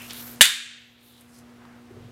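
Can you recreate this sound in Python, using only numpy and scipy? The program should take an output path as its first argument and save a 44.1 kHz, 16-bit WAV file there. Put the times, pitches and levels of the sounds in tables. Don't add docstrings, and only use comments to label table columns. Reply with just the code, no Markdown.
import sys
import numpy as np
from scipy import signal
from scipy.fft import rfft, irfft
from scipy.io import wavfile
from scipy.ndimage import uniform_filter1d

SR = 44100
rng = np.random.default_rng(int(sys.argv[2]) if len(sys.argv) > 2 else 0)


def master(y):
    cut = np.clip(np.atleast_2d(y).T, -1, 1)
    pcm = np.round(cut * 32767)
    wavfile.write(sys.argv[1], SR, pcm.astype(np.int16))


def amplitude_ratio(level_db):
    exponent = np.asarray(level_db, float) / 20
    return 10 ** exponent


N = 93359

# f/Hz, level/dB rms
HUM_LINES = [(60, -76), (120, -60), (180, -71.5), (240, -48), (300, -66), (360, -63.5), (480, -63),
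             (720, -69)]
# f/Hz, level/dB per Hz
VENTILATION = [(30, -25), (70, -4.5), (120, -4), (180, -11.5), (400, -12.5), (1360, -15.5), (4500, -26.5),
               (15500, -38)]
# t/s, length/s, level/dB, centre f/Hz, width/Hz
PAPER_STROKES = [(-.05, 0.12, -46.5, 2680, 1000), (-.05, 0.39, -54, 1500, 1500),
                 (-.05, 0.43, -48.5, 5760, 14420), (.25, 0.16, -58.5, 7900, 14000),
                 (.0, 0.12, -52.5, 13000, 4000), (0.101, 0.12, -46, 3600, 2200),
                 (.13, .21, -44.5, 13200, 4000), (0.129, .08, -50.5, 10400, 1973),
                 (.78, .22, -62, 12500, 5980), (1.027, 0.094, -50.5, 12500, 5000),
                 (.95, .27, -50, 3600, 1649), (1.0, .25, -53, 10020, 9980), (1.195, 0.086, -55, 2470, 3000),
                 (1.275, 0.14, -55, 9000, 8000), (1.32, .09, -57, 5500, 2500),
                 (1.414, 0.056, -62, 1292, 1500), (1.588, 0.21, -53.5, 1200, 1790),
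                 (1.994, 0.095, -62, 3190, 1990)]
# t/s, level/dB, centre f/Hz, width/Hz, t60/s
CRACKLES = [(.019, -35, 13000, 4000, 0.0094), (0.098, -37, 3500, 3000, 0.063),
            (0.105, -39.5, 2620, 2000, 0.081), (.1075, -31, 4500, 4512, 0.029),
            (.133, -27, 11930, 6000, .008), (.212, -32, 13000, 3000, 0.011), (.264, -37, 13500, 4035, .008),
            (1.2092, -38, 10100, 3980, 0.021), (1.385, -44, 8000, 6080, .03),
            (1.3885, -48, 9000, 6020, .02), (1.651, -42, 1100, 603, 0.043), (1.652, -51, 4000, 4970, 0.028),
            (1.775, -58, 3500, 4970, .03), (0.456, -36, 250, 400.8, 0.24),
            (1.907, -38.5, 379, 119.7, 0.078), (1.962, -39, 392, 139.3, 0.086)]
# delay after the snap t/s, level/dB
NAIL_REBOUNDS = [
    (.0040, -3.5),
    (.0155, -11),
    (.031, -18),
    (.044, -16.5),
]
# f/Hz, level/dB per Hz
WALL_CRACK = [(1200, -26), (1760, -6), (2300, -12), (3350, -1), (5300, -11.5), (7500, -7), (10500, -10),
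              (15500, -21)]
# f/Hz, level/dB, t60/s
NAIL_MODES = [(1620, -12, 0.045), (1840, -12, 0.065), (2917, -2.5, 0.038), (3256, -8, .06),
              (3491, -6, 0.078), (3600, -6.5, .1), (3808, -4, .05), (6830, -13, 0.093), (7520, -11.5, .1),
              (8250, -9, 0.041), (9880, -12.5, .06), (10570, -11, 0.12), (13000, -17, 0.051)]
# f/Hz, level/dB, t60/s
BEAM_MODES = [(1649, -5.5, 0.54), (2050, -2, .3), (2422, -6.5, .4), (3000, -5, .5), (3250, -6.5, .45),
              (3545, -6.5, 0.55), (3618, 0, 0.61), (3725, -4, 0.63), (3780, -4, .4), (4120, -9, .4),
              (7545, -6.5, 0.34)]
# f/Hz, level/dB, t60/s
JOLT_MODES = [(250, -9, .035), (590, 4, .03), (890.7, -1.5, 0.048), (1750, 15, .028), (2939, 20.5, 0.018),
              (3500, 12, .018)]
# f/Hz, level/dB per Hz
NEAR_ECHO = [(350, -62), (600, -30), (1200, -16.5), (1580, -5), (3380, -6.5), (3660, -4), (5150, -14),
             (10400, -15), (15500, -27.5)]
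# f/Hz, level/dB per Hz
ROOM_WASH = [(500, -35), (950, -18), (1690, -5), (3670, 0), (5310, -10.5), (7680, -3.5), (10500, -9),
             (15500, -20)]
# f/Hz, t60/s
ROOM_T60 = [(700, 0.29), (1500, 1), (3000, 0.92), (6000, 0.75), (11000, .44), (15000, .36)]

SNAP_S, SNAP_DB = .4092, 1.5
CONTACT_S = 0.000041
ROOM_RISE_S = 0.014


def level(x, db):
    return x * amplitude_ratio(db) / np.sqrt(np.mean(x ** 2))


def read(table, hz):
    table = np.array(table, float)
    return np.interp(np.log(hz), np.log(table[:, 0]), table[:, 1])


def band(x, hz, width_hz):
    f = np.arange(len(x) // 2 + 1) * SR / len(x)
    return irfft(rfft(x) / (1 + ((f - hz) / (width_hz / 2)) ** 2), len(x))


def colour(table):
    f = np.maximum(np.arange(N // 2 + 1) * SR / N, 1)
    low_cut = np.minimum(f / table[0][0], 1) ** 2
    white = rfft(rng.standard_normal(N))
    return level(irfft(white * amplitude_ratio(read(table, f)) * low_cut, N), 0)


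def fall(start_s, t60_s, rise_s):
    t = np.maximum(np.arange(N) / SR - start_s, 0)
    return (1 - np.exp(-t / rise_s)) * amplitude_ratio(-60 * t / t60_s)


def swell(start_s, len_s, edge_s):
    t = np.arange(N) / SR - start_s
    nearest_edge = np.minimum(t + edge_s / 2, len_s + edge_s / 2 - t)
    return np.sin(np.pi / 2 * np.clip(nearest_edge / edge_s, 0, 1)) ** 2


def walk(rate):
    k = int(SR / rate)
    held = np.repeat(rng.standard_normal(N // k + 1), k)
    w = uniform_filter1d(uniform_filter1d(held, k), k)[:N]
    return w / w.std()


def ring(modes, t60_max_s, start_s=SNAP_S, rough=0):
    t = np.maximum(np.arange(N) / SR - start_s, 0)
    phases = rng.uniform(0, 2 * np.pi, len(modes))
    out = 0
    for (hz, db, t60), phase in zip(modes, phases):
        tone = np.sin(2 * np.pi * hz * t + phase)
        beating = 1 + rough * walk(50) if rough else 1
        out = out + amplitude_ratio(db) * tone * fall(start_s, min(t60, t60_max_s), CONTACT_S) * beating
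    return out


def workshop():
    t = np.arange(N) / SR
    hum = 0
    for hz, db in HUM_LINES:
        wobble_db = .5 * walk(15)
        hum = hum + np.sqrt(2) * amplitude_ratio(db + wobble_db) * np.sin(2 * np.pi * (hz * t + rng.random()))
    return hum + amplitude_ratio(-51.5 + 0.57 * walk(5.2)) * colour(VENTILATION)


def paper_strokes():
    out = 0
    for start_s, len_s, db, hz, width_hz in PAPER_STROKES:
        friction = rng.standard_normal(N)
        grain_db, flicker_db = 1.6 * walk(400), .8 * walk(40)
        grit = friction * amplitude_ratio(grain_db + flicker_db)
        out = out + level(band(grit, hz, width_hz), db) * swell(start_s, len_s, .03 + .3 * len_s)
    return out


def crackles():
    out = 0
    for start_s, db, hz, width_hz, t60 in CRACKLES:
        burst = level(band(rng.standard_normal(N), hz, width_hz), db)
        out = out + burst * fall(start_s, t60, 0.00034)
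    return out


def nail_contacts():
    wall, out = colour(WALL_CRACK), 0
    for late_s, db in [(0, -3.5), *NAIL_REBOUNDS]:
        at = SNAP_S + late_s
        crack = amplitude_ratio(-1.5) * wall * fall(at, 0.046, 0.001)
        nail = amplitude_ratio(-4.5) * ring(NAIL_MODES, .12, at)
        out = out + amplitude_ratio(db) * (crack + nail)
    return out


def beam():
    return amplitude_ratio(-26.5) * ring(BEAM_MODES, .6, rough=.6) + amplitude_ratio(-16) * ring(JOLT_MODES, .1)


def room_echo():
    out = amplitude_ratio(-11.5) * colour(NEAR_ECHO) * fall(SNAP_S, 0.29, ROOM_RISE_S)
    wash = rfft(colour(ROOM_WASH))
    f = np.maximum(np.arange(N // 2 + 1) * SR / N, 1)
    for step in range(36, 57):
        share = np.clip(1 - abs(4 * np.log2(f) - step), 0, 1)
        t60 = read(ROOM_T60, 2 ** (step / 4))
        out = out + amplitude_ratio(-24) * irfft(wash * share, N) * fall(SNAP_S, t60, ROOM_RISE_S)
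    return out


def phone_gain():
    duck_db, duck_s, hold_until_s, recover_db_per_s, settle_db = -13, .03, 1, 20, -3.5
    t = np.arange(N) / SR
    recovery_db = duck_db + recover_db_per_s * np.maximum(t - hold_until_s, 0)
    ducking = np.clip((t - SNAP_S) / duck_s, 0, 1)
    return amplitude_ratio(np.minimum(recovery_db, settle_db) * ducking)


def case_drag():
    t = np.arange(N) / SR
    board = np.sin(2 * np.pi * 105 * t + 0.63 * walk(18)) * amplitude_ratio(.8 * walk(30))
    low_rub = band(rng.standard_normal(N), 132, 90)
    high_rub = band(rng.standard_normal(N), 400, 252)
    rubbing = level(board, -46) + level(low_rub, -48) + level(high_rub, -51)
    return rubbing * swell(1.935, .17, .1)


def scene():
    snap = amplitude_ratio(SNAP_DB) * (nail_contacts() + beam() + room_echo())
    background = paper_strokes() + crackles() + case_drag() + workshop()
    return (snap + phone_gain() * background)[None]


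def top_cut(x):
    return signal.sosfilt(signal.butter(12, 15690, fs=SR, output="sos"), x)


def record(dry):
    clipped = np.clip(dry, -1, 1)
    return top_cut(clipped)


dry = scene()
out = record(dry)
master(out)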